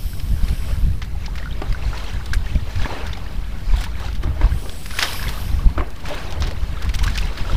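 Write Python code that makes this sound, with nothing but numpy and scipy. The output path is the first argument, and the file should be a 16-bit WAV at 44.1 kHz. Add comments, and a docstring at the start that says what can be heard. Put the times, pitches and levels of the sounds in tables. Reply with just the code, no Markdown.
"""Outrigger boat at sea, in the wind

A small camera microphone on board is buffeted by wind: noise pressed on the membrane in gusts.
Along the hull wavelets gurgle and fizz (crowds of dying tones over hiss), single bubbles pop and
droplets spray (noise bursts). Slaps ring the planks, and close by a fishing reel whirs twice, its
gear teeth pulsing friction noise. Far off, open water hisses evenly."""
import sys
import numpy as np
from scipy import signal
from scipy.fft import rfft, irfft
from scipy.io import wavfile
from scipy.ndimage import uniform_filter1d

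SR = 44100
rng = np.random.default_rng(int(sys.argv[2]) if len(sys.argv) > 2 else 0)


def wav_out(sig):
    """Save sig, one row per channel (or a flat mono array), as 16-bit PCM at SR to the path in sys.argv[1]."""
    wavfile.write(sys.argv[1], SR, np.round(np.clip(np.atleast_2d(sig).T, -1, 1) * 32767).astype(np.int16))


N = 333616  # length in samples

# Far off, the colour of open water. Each row: frequency in Hz, relative level in dB per Hz.
SEA_SPECTRUM = [(88, -44), (150, 14.5), (563, -8.5), (657, -11), (1270, -54), (4010, -18), (6780, -22.5),
                (14500, -21.5), (15600, -26)]
SEA_DB = -43.5  # rms

# Along the hull, water working between wavelets. Each row: time in seconds, level in dB.
LAPPING_LEVEL = [(0, -47), (.35, -46.5), (.85, -44.5), (1.1, -50.5), (1.35, -44), (1.8, -42), (2.3, -41.5),
                 (2.65, -44.5), (3.3, -42.5), (3.6, -44), (4.2, -47.5), (4.8, -46), (5.35, -38),
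                 (5.65, -41.5), (6.0, -44.5), (6.65, -39.5), (7.0, -45), (7.56, -37.5)]
LAPPING_BRIGHT_DB = -1.5  # brightness between wavelets, dB gained per octave
# Wavelets breaking on the hull. Each row: peak in seconds, peak level in dB, seconds to rise 10 dB,
# seconds to fall 10 dB (0 stops at once), brightness in dB gained per octave.
WAVELETS = [(.48, -41, 0.13, 0.1, 0.1), (.71, -39.5, 0.18, 0.07, -2), (1.04, -47, .04, 0.1, -1),
            (1.26, -42.5, .12, 0, 0), (1.46, -41, .1, 0, 1), (1.63, -39, 0.02, 0.2, -2.5),
            (1.83, -42.5, 0.1, 0.7, 2), (1.95, -36.5, 0.03, 0.17, -1.5), (2.09, -39.5, 0.13, .06, 0.5),
            (2.49, -40, 0.03, 0.17, 0), (2.83, -34.5, .15, .22, 1.3), (2.95, -30.5, 0.14, 0.18, -3.5),
            (3.82, -34.5, .14, 0.06, 1.5), (4.05, -35, 0.09, 0.08, -.6), (4.25, -37.5, .05, 0.15, -4.5),
            (4.44, -34, 0.09, 0.11, -2.5), (4.68, -40.5, 0.14, 0.15, -7), (5.045, -26, 0.08, 0.12, 1),
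            (5.24, -38.5, 0.07, 0.15, -1.2), (5.795, -28, .02, .055, -6.5), (6.07, -34, .025, .15, .8),
            (6.12, -30.5, .06, .11, -4.5), (6.2, -35, .1, .12, 0.4), (6.46, -34, 0.13, 0.06, -4.5),
            (6.85, -39.5, 0.15, .1, -1.5), (7.06, -34, 0.1, .07, -0.5), (7.17, -35, 0.1, 0.18, 2.5),
            (7.33, -34, 0.06, 0, -5), (7.5, -33, .16, .25, -1.5)]
# Colour of the lapping water. Each row: frequency in Hz, relative level in dB per Hz.
WATER_SPECTRUM = [(120, -25), (250, 0), (500, 0.5), (900, 1.5), (1700, -0.5), (3000, -2), (5200, -8),
                  (7000, -11.5), (13500, -24), (15800, -21)]

# Single bubbles that ring out clearly. Each row: start in seconds, peak in dB, starting pitch in Hz.
POPS = [(.133, -34, 1490), (.198, -32, 3000), (.708, -31, 560), (1.017, -31.5, 1830), (1.152, -33.5, 790),
        (1.246, -31, 2200), (1.281, -30.5, 840), (1.398, -32, 1800), (1.428, -28, 1820),
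        (1.458, -24.5, 1400), (1.474, -29, 1400), (1.51, -30, 3100), (1.527, -29, 3600), (1.619, -25, 725),
        (1.725, -29.5, 4760), (1.747, -24, 1450), (1.825, -29.5, 2590), (1.931, -24.5, 1350),
        (1.943, -27, 900), (1.975, -29, 4260), (2.14, -31, 1650), (2.162, -31, 1600), (2.21, -30.5, 1440),
        (2.333, -14.5, 1543), (2.467, -29, 1770), (2.553, -31, 600), (2.557, -28, 2300),
        (2.796, -25.5, 1620), (2.847, -19.5, 1680), (2.855, -26, 950), (2.966, -29, 740),
        (3.094, -30, 1860), (3.131, -23.5, 3520), (3.173, -30.5, 750), (3.263, -31, 1750),
        (3.698, -30, 2300), (3.738, -27, 970), (3.784, -29, 3410), (3.84, -28, 1710), (3.954, -30, 2200),
        (3.775, -30, 700), (3.81, -30, 720), (3.865, -29, 900), (4.026, -30, 1210), (4.045, -29, 780),
        (4.086, -29.5, 1350), (4.237, -28.5, 1160), (4.412, -26, 936), (4.445, -25, 1020),
        (4.466, -27, 890), (4.518, -29.5, 1540), (4.694, -27, 3300), (4.859, -28.5, 1970),
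        (4.938, -27, 1450), (4.968, -29, 1410), (4.988, -13, 2500), (4.992, -21, 1080), (5.018, -18, 2670),
        (5.052, -24, 1750), (5.143, -27, 1050), (5.158, -27, 2250), (5.194, -24, 1620), (5.226, -26, 1695),
        (5.24, -22.5, 1600), (5.271, -22, 2050), (5.281, -22, 3330), (5.375, -28, 1200),
        (5.593, -28.5, 1094), (5.689, -31, 930), (5.777, -20, 1250), (5.79, -25, 1050), (5.808, -21, 1050),
        (5.822, -27, 680), (6.043, -30.5, 930), (6.323, -30, 764), (6.422, -29, 1230), (6.515, -31, 540),
        (6.771, -26, 1270), (6.817, -30, 1410), (6.856, -29, 1000), (6.94, -28.5, 1960), (7.017, -28, 940),
        (7.04, -25, 3670), (7.044, -28, 1050), (7.066, -24, 1155), (7.078, -17, 1570), (7.156, -25, 1670),
        (7.168, -27, 1500), (7.184, -19, 2490), (7.228, -23.5, 2560), (7.385, -29, 1650),
        (7.452, -29, 1320), (7.497, -21.5, 1290)]

# Spray thrown up near the microphone. 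Each row: start in seconds, peak of the larger drops in dB,
# their t60 in seconds, level of the finest droplets in dB rms.
SPRAYS = [(0.1993, -25, .028, -52.5), (0.481, -23.5, .057, -42), (1.018, -22, 0.041, -51),
          (1.045, -31, .03, -48), (1.2585, -22.5, 0.036, -53), (1.3536, -25, .075, -47),
          (1.3786, -25, 0.037, -52), (1.6181, -27, .028, -60), (1.7245, -23.5, 0.035, -46),
          (1.977, -24, .06, -45), (2.039, -34, .025, -44), (2.133, -40, .02, -45),
          (2.258, -24.5, 0.037, -41.5), (2.334, -14, 0.073, -33), (2.4582, -27, .025, -52),
          (2.55, -32, .03, -48), (2.756, -24, .04, -51), (2.8175, -24, .04, -55), (3.0645, -25, 0.06, -49),
          (3.1313, -28, .025, -56), (3.172, -29, .034, -50), (3.763, -26.5, .04, -42),
          (3.7854, -28, .047, -47), (3.8088, -26, .06, -37.5), (3.8383, -17, .035, -34.5),
          (3.9969, -30, 0.043, -43), (4.1276, -30, .027, -51), (4.15, -27, .048, -48),
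          (4.229, -27.5, 0.052, -46), (4.6933, -23, .025, -42), (4.8586, -23, .033, -37),
          (4.9062, -24, .04, -49), (4.9696, -28, .04, -37), (4.9884, -7.5, .04, -26), (5.0, -19, .05, -38),
          (5.014, -14, .05, -38), (5.024, -5, .082, -28), (5.1293, -22, .032, -32.5),
          (5.2266, -22, .04, -45), (5.2804, -23, .033, -40), (5.2898, -19, 0.061, -37),
          (5.903, -33, .03, -46), (5.96, -33, .03, -48), (6.0543, -22, .031, -46),
          (6.082, -23.5, 0.084, -42), (6.1394, -24, 0.055, -41), (6.305, -30, .04, -44),
          (6.3227, -20, .028, -44), (6.402, -27, 0.094, -44), (6.4211, -16.5, 0.13, -49),
          (6.4678, -22.5, 0.1, -46), (6.5086, -26.5, .035, -47), (6.821, -24.5, .036, -40),
          (6.8455, -26, .04, -44), (6.8918, -23, .027, -41), (6.938, -21, .05, -40), (6.948, -21, .04, -33),
          (6.988, -20, .036, -39), (7.031, -24, .059, -36), (7.0379, -16, .025, -33),
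          (7.064, -23, .05, -40), (7.077, -19, .035, -43), (7.096, -26, .044, -42),
          (7.1527, -23, .044, -45), (7.1756, -13.5, .04, -34.5), (7.185, -20, .06, -41),
          (7.21, -30, .04, -43), (7.253, -27, 0.039, -44), (7.2696, -27, .055, -51),
          (7.3733, -21, 0.055, -43.5)]
STRAYS_PER_S = 6  # faint stray sprays at random moments
STRAY_DB, STRAY_FINE_DB = -32, -52  # the loudest of them: peak dB, finest droplets dB rms
GRIT_DB, GRIT_HZ = 5.5, 300  # unevenness of landing droplets: rms depth, speed
# Colours of large, middle and fine drops. Each row: frequency in Hz, relative level in dB per Hz.
LARGE_DROPS = [(600, -9), (1400, 3.0), (2400, 4), (3200, -9.5), (5000, -35)]
MIDDLE_DROPS = [(1800, -25), (2900, 2.5), (3800, 2.5), (5300, -0.5), (7000, -11.5), (9000, -45)]
FINE_DROPS = [(3000, -60), (6000, -1.5), (8000, -1.0), (13500, -9.0), (15800, -5.5)]

# Wavelets slapping the planks. 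Each row: start in seconds, peak of the knock in dB, starting pitch
# of the trapped air in Hz, its t60 in seconds, its level in dB, sharpness of the front (a ratio).
SLAPS = [(1.618, -15, 394, 0.085, -26, 1.1), (2.858, -11.5, 586, 0.079, -29, 3.1),
         (3.737, -22, 899, 0.07, -30, 4), (4.236, -19, 339, 0.082, -27, 2.5),
         (4.273, -21, 304, 0.07, -21.5, 4.9), (4.414, -13.5, 320, 0.1, -19.5, 2.8),
         (4.445, -20, 278, 0.052, -34, 3.0), (4.659, -21, 562, 0.07, -30, 4),
         (5.706, -25, 260, 0.093, -27.5, 3.0), (5.78, -11.5, 350, 0.07, -33, 2.3),
         (5.808, -15.5, 357, 0.096, -23, 2.7), (6.106, -27, 583, 0.094, -17.5, 3.0),
         (6.471, -23, 398, 0.084, -25, 3.4)]
# Ringing of the planks. Each row: frequency in Hz, relative level in dB, t60 in seconds.
HULL_RINGS = [(395, 7.5, 0.017), (610, 1, 0.033), (790, -10.5, 0.026), (900, -5, 0.034), (1180, 0.5, 0.044),
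              (1600, 11.5, 0.0062), (2050, 7, 0.0063), (2980, -8, 0.007)]

# Close by, the reel, one list a run. Each row: time in seconds, level in dB before the rings
# add theirs, gear teeth per second.
REEL_RUNS = [
    [(0, -45, 290), (.25, -46, 280), (.4, -47.5, 210), (.7, -46, 225), (.8, -48, 120), (.9, -53, 66),
     (1.0, -58, 45)],
    [(4.49, -53, 144), (4.6, -43.5, 250), (4.8, -41.5, 280), (4.9, -42, 280), (5.0, -35, 370),
     (5.15, -38, 350), (5.29, -42, 330), (5.4, -40.5, 285), (5.56, -47.5, 240), (5.66, -54, 100)],
]
# Colour of the reel's body. Each row: frequency in Hz, relative level in dB per Hz.
REEL_BODY = [(1500, -50), (2200, -6), (2800, -5.5), (5500, -4.5), (6200, -9.5), (7500, -11.5), (8200, -7),
             (11000, -7.5), (13400, -2.5), (14400, -17), (15700, -7)]
# Rings of the body. Each row: frequency in Hz, width in Hz, mean boost in dB.
REEL_RINGS = [(3100, 250, 5.5), (5200, 660, 1.5), (8000, 500, 4), (10000, 680, 4.), (11500, 500, 2),
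              (12900, 970, -3), (15000, 500, 3.)]
# The reel's top sheen swells or dips briefly. Each row: peak in seconds, change in dB, width in seconds.
REEL_SHEEN = [(.1, 5, .1), (4.72, -7, 0.11), (4.98, -7, .06), (5.18, 5, .05), (5.42, 7, .07)]
REEL_FRAME_DB = 1.5  # boost of the reel below about 6500 Hz

# At the microphone, the colour of the wind. Each row: frequency in Hz, relative level in dB per Hz.
WIND_SPECTRUM = [(2.4, -28), (4.0, 1.5), (16, -1.5), (44, 2), (73, -2.5), (182, -20.5), (420, -43),
                 (550, -99), (920, -120)]
# Steady breeze. Each row: time in seconds, level in dB, small eddies in dB against large.
BREEZE = [(0, -26.5, -4), (.4, -23.2, -5), (.8, -22.5, -5), (1.2, -25.5, -5), (1.6, -25.1, -3),
          (2.1, -27.5, -1.5), (2.5, -27, -1.5), (2.95, -28.5, -1.5), (3.3, -29, .5), (3.9, -26, -1.5),
          (4.4, -24, -2.5), (4.75, -31, -3), (5.15, -27.8, -5), (5.5, -23, -3), (6.05, -30, -4),
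          (6.5, -26.5, -5), (7.0, -30.3, -5), (7.56, -25.5, -1.5)]
# Buffets, short thuds of air. Each row: peak in seconds, peak level in dB, width in seconds,
# small eddies in dB against large.
BUFFETS = [(0.058, -16, 0.03, -12), (0.329, -12, 0.028, -0.4), (0.431, -17, 0.028, -5.5),
           (0.512, -10.5, 0.04, -6.5), (0.722, -14.5, 0.028, -6), (0.853, -15, 0.11, -3.5),
           (1.32, -21.4, 0.03, -2.8), (1.537, -22, 0.057, -3), (1.713, -12.5, 0.039, -13.5),
           (1.878, -16.6, 0.066, -5), (2.375, -15.8, 0.112, -9.5), (2.551, -15, 0.031, -1),
           (2.63, -20, 0.036, 7), (2.792, -13, 0.062, -7), (3.389, -18.5, 0.027, -10.2),
           (3.731, -10, 0.07, -17.4), (4.188, -19, 0.03, -4.5), (4.282, -12, 0.037, -7),
           (4.446, -9.5, 0.038, -4.0), (4.531, -14.5, 0.048, -0.6), (5.274, -18.2, 0.062, -6.4),
           (5.547, -18.5, 0.15, -4.5), (5.665, -13, 0.046, -5), (5.793, -15.8, 0.039, -7.5),
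           (6.43, -17.2, 0.098, -5), (6.622, -18.5, 0.071, -11), (6.729, -19, 0.03, -7.2),
           (6.875, -13.5, 0.048, -6.3), (6.949, -15.0, 0.033, -10), (7.059, -14.5, 0.111, -8.3),
           (7.229, -17, 0.094, -3), (7.578, -11, 0.099, -2), (.29, -18, .035, 2.5), (2.16, -23, .04, -.7),
           (3.09, -24, .05, -5), (3.5, -24, .04, -3), (4.1, -23, .06, -2.3), (6.08, -25, .05, -5),
           (6.29, -23, .035, -8), (7.418, -22, .035, -5)]

# The converter's resting level drifts. Each row: time in seconds, offset (1 is full scale).
CONVERTER_OFFSET = [(0, -.041), (2, -.048), (7.56, -.054)]


def gain_of(db):
    """Amplitude factor of a level in dB."""
    return 10 ** (np.asarray(db) / 20)


def evened(x):
    """x brought to rms 1."""
    return x / np.sqrt(np.mean(x ** 2) + 1e-20)


def read(points, hz):
    """Reads a spectrum table at hz, straight between its points on a log frequency scale."""
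    f, value = np.transpose(points)
    return np.interp(np.log(hz + 1), np.log(f + 1), value)


def columns(rows, t):
    """Every column of a curve table at the times t."""
    s, *rest = np.transpose(rows)
    return [np.interp(t, s, column) for column in rest]


def add(mix, s, sound):
    """Adds a sound to the mix at s seconds, cut off at the end of the mix."""
    part = mix[round(s * SR):][:len(sound)]
    part += sound[:len(part)]


def colour(x, points):
    """Filters x by a spectrum table, then brings it to rms 1."""
    hz = np.fft.rfftfreq(len(x), 1 / SR)
    return evened(irfft(rfft(x) * gain_of(read(points, hz)), len(x)))


def drift(top_hz):
    """Random wandering of rms 1, with little movement faster than top_hz."""
    hz = np.fft.rfftfreq(N, 1 / SR)
    slowness = (hz > 0) / (1 + (hz / top_hz) ** 4)
    return evened(irfft(rfft(rng.standard_normal(N)) * slowness, N))


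def blend(base_db, base_value, swells):
    """Adds swells (level dB, value) to a base as power; the value leans to the strongest."""
    power = gain_of(base_db) ** 2
    weighted = power * base_value
    for db, value in swells:
        power = power + gain_of(db) ** 2
        weighted = weighted + gain_of(db) ** 2 * value
    return np.sqrt(power), weighted / power


def bubble(hz, t60, rise, start=0.0002):
    """A dying tone that climbs as the bubble nears the surface."""
    t = np.arange(round(t60 * SR) + 8) / SR
    tone = np.sin(2 * np.pi * hz * t * (1 + rise * t / t60))
    return tone * gain_of(-60 * t / t60) * (1 - np.exp(-t / start))


def sea():
    """The smooth far hiss of open water: steady coloured noise."""
    return gain_of(SEA_DB) * colour(rng.standard_normal(N), SEA_SPECTRUM)


def crowd(per_s, spread_db, cycles, low_hz, high_hz):
    """Bubbles of 40 sizes at random moments, a few of them loud."""
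    loudness = gain_of(spread_db * np.minimum(rng.exponential(1, N), 5))
    starts = loudness * (rng.random(N) < per_s / SR)
    kind = rng.integers(0, 40, N)
    out = np.zeros(N)
    pitches = np.geomspace(low_hz, high_hz, 40)
    for k, (hz, (long, rise)) in enumerate(zip(pitches, rng.random((40, 2)))):
        t60 = cycles * (0.52 + 0.69 * long) / hz + 0.0059
        tone = bubble(hz, t60, 0.22 * rise, 1.9 / hz)
        tone = tone / np.linalg.norm(tone) * np.sqrt(hz)
        out += signal.oaconvolve(starts * (kind == k), tone)[:N]
    return evened(out)


def surges(t):
    """Level and brightness of the lapping: each wavelet climbs and dies at a steady dB rate."""
    peaks = ((db - 10 * np.where(t < s, (s - t) / up, (t - s) / down), bright)
             for s, db, up, down, bright in WAVELETS)
    return blend(columns(LAPPING_LEVEL, t)[0], LAPPING_BRIGHT_DB, peaks)


def lapping(fizz=1.6, patchy_db=1.44, flicker_db=0.5):
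    """Crowds of bubbles over fizz, in patches, surging with each wavelet."""
    mixed = crowd(per_s=6000, spread_db=3.6, cycles=38.6, low_hz=248.6, high_hz=5497)
    mixed = mixed + fizz * rng.standard_normal(N)
    mixed = colour(mixed, WATER_SPECTRUM) * gain_of(flicker_db * drift(26))
    hz, t, z = signal.stft(mixed, SR, nperseg=256, noverlap=192)
    # random patches, smoothed over time and then over pitch
    patches = uniform_filter1d(rng.standard_normal(z.T.shape), size=30, axis=0)
    patches = evened(uniform_filter1d(patches, size=5, axis=1)).T
    level, bright_db = surges(t)
    octaves = np.log2(np.clip(hz, 300, 6000) / 1500)[:, None]
    tilt = gain_of(octaves * np.clip(bright_db, -6, 3))
    power = np.mean(abs(z) ** 2, 1, keepdims=True)
    tilt = tilt * np.sqrt(power.sum() / (power * tilt ** 2).sum(0))  # colour changes, level stays
    z = z * tilt * level * gain_of(patchy_db * patches)
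    return signal.istft(z, SR, nperseg=256, noverlap=192)[1][:N]


def pops(rise=0.12, start_cycles=0.25):
    """Single bubbles ringing out clearly above the crowd, the deep ones for longer."""
    out = np.zeros(N)
    for s, db, hz in POPS:
        t60 = 0.013 + 28 / hz  # a fixed part plus 28 cycles
        tone = bubble(hz, t60, rise, start_cycles / hz)
        add(out, s, gain_of(db) * tone / tone.max())
    return out


def spray(start=0.0012, fine_start=0.003, fine_sooner=1.28):
    """Bursts of droplets that swell in a few ms; large, middle and fine drops land unevenly."""
    large, middle, fine = (
        np.resize(rng.standard_normal(N) * gain_of(GRIT_DB * drift(GRIT_HZ)), N + 5000)
        for _ in range(3))
    low = 0.96 * colour(large, LARGE_DROPS) + colour(middle, MIDDLE_DROPS)
    high = colour(fine, FINE_DROPS)
    out, t = np.zeros(N), np.arange(5000) / SR
    # strays: any moment, up to 8 dB under the loudest, t60 of 0.02 to 0.04 s
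    strays = rng.random((round(STRAYS_PER_S * N / SR), 4)) * [N / SR, -8, .02, -8]
    strays = strays + [0, STRAY_DB, .02, STRAY_FINE_DB]
    for s, db, t60, fine_db in list(SPRAYS) + list(strays):
        at = round(s * SR)
        fall = gain_of(-60 * t / t60)
        burst = low[at:at + len(t)] * fall * (1 - np.exp(-t / start))
        add(out, s, gain_of(db) * burst / abs(burst).max())
        swell = fall ** fine_sooner * (1 - np.exp(-t / fine_start))  # fine drops die sooner
        mist = high[at:at + len(t)] * swell
        mist = mist * np.linalg.norm(swell) / np.linalg.norm(mist) / swell.max()
        add(out, s, gain_of(fine_db) * mist)
    return out


def slaps(push_s=0.0053, front_s=0.00015):
    """A sharp front and a ragged push of water ring the planks; trapped air plops."""
    out, t = np.zeros(N), np.arange(4000) / SR
    ring = sum(gain_of(db - 60 * t / t60) * np.sin(2 * np.pi * hz * t) for hz, db, t60 in HULL_RINGS)
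    rags = rng.standard_normal((len(SLAPS), 1200))
    for (s, db, hz, t60, plop_db, front), rag in zip(SLAPS, rags):
        push = rag * np.exp(-t[:1200] / push_s) + front * np.exp(-t[:1200] / front_s)
        knock = signal.fftconvolve(push, ring)
        add(out, s, gain_of(db) * knock / abs(knock).max())
        add(out, s, gain_of(plop_db) * bubble(hz, t60, rise=0.04, start=0.0038))
    return out


def reel(depth=0.76, tick_s=0.0013, shine_hz=12800, waver_db=3.0):
    """Passing gear teeth puff friction noise into the body; its rings waver as the handle turns."""
    out = np.zeros(N)
    for rows in REEL_RUNS:
        t = np.arange(rows[0][0], rows[-1][0], 1 / SR)
        level_db, rate = columns(rows, t)
        since_tooth = (np.cumsum(rate) / SR % 1) / rate  # seconds
        teeth = 1 - depth + depth * np.exp(-since_tooth / tick_s)
        teeth = teeth / np.sqrt(uniform_filter1d(teeth ** 2, size=2000))
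        rub = colour(rng.standard_normal(len(t)) * teeth, REEL_BODY)
        hz, at, z = signal.stft(rub, SR, nperseg=256)
        hz = hz[:, None]
        sheen_db = sum(db * np.exp(-((at + t[0] - s) / width) ** 2) for s, db, width in REEL_SHEEN)
        gain_db = np.exp(-((hz - shine_hz) / 1200) ** 2) * sheen_db
        gain_db = gain_db + REEL_FRAME_DB / (1 + (hz / 6500) ** 12)
        for ring_hz, width, db in REEL_RINGS:
            waver = waver_db * np.interp(at, np.arange(N) / SR, drift(4.2))
            gain_db = gain_db + (db + waver) / (1 + (2 * (hz - ring_hz) / width) ** 2)
        whir = signal.istft(z * gain_of(gain_db), SR, nperseg=256)[1][:len(t)]
        add(out, t[0], gain_of(level_db) * whir)
    return out


def gusts(t, skirt_db=-17.0):
    """Level and eddy size: bell-shaped buffets over the breeze, down skirt_db one width away."""
    bells = ((db + np.maximum(skirt_db * ((t - s) / width) ** 2, -80), small_db)
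             for s, db, width, small_db in BUFFETS)
    return blend(*columns(BREEZE, t), bells)


def wind(lumps_db=1.5, bend=0.091, split_hz=55):
    """Eddies press on the membrane in lumps; suction peaks are sharper than pushes."""
    eddies = colour(rng.standard_normal(N), WIND_SPECTRUM)
    # chance swells are flattened, leaving the level to the gusts
    eddies = eddies / np.sqrt(uniform_filter1d(eddies ** 2, size=3000) + 0.22)
    t = np.arange(0, N + 64, 64) / SR
    level, small_db = (np.interp(np.arange(N) / SR, t, curve) for curve in gusts(t))
    # large eddies lie below the split, small ones above
    large = signal.sosfiltfilt(signal.butter(2, split_hz, fs=SR, output="sos"), eddies)
    small = evened(eddies - large) * gain_of(small_db)
    eddies = (evened(large) + small) / np.sqrt(1 + gain_of(small_db) ** 2)
    eddies = evened(eddies * gain_of(lumps_db * drift(17.3)))
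    eddies = eddies - bend * (eddies ** 2 - uniform_filter1d(eddies ** 2, size=3000))
    return level * evened(eddies)


def scene():
    """All layers from far to near, on one channel."""
    return (sea() + lapping() + pops() + spray() + slaps() + reel() + wind())[None]


def record(dry):
    """The band limit at 15.5 kHz, and the converter's drifting offset."""
    lowpass = signal.firwin(1501, 15500, window=("kaiser", 9), fs=SR)
    limited = signal.oaconvolve(dry, lowpass[None], "same")
    return limited + columns(CONVERTER_OFFSET, np.arange(N) / SR)[0]


dry = scene()
out = record(dry)
wav_out(out)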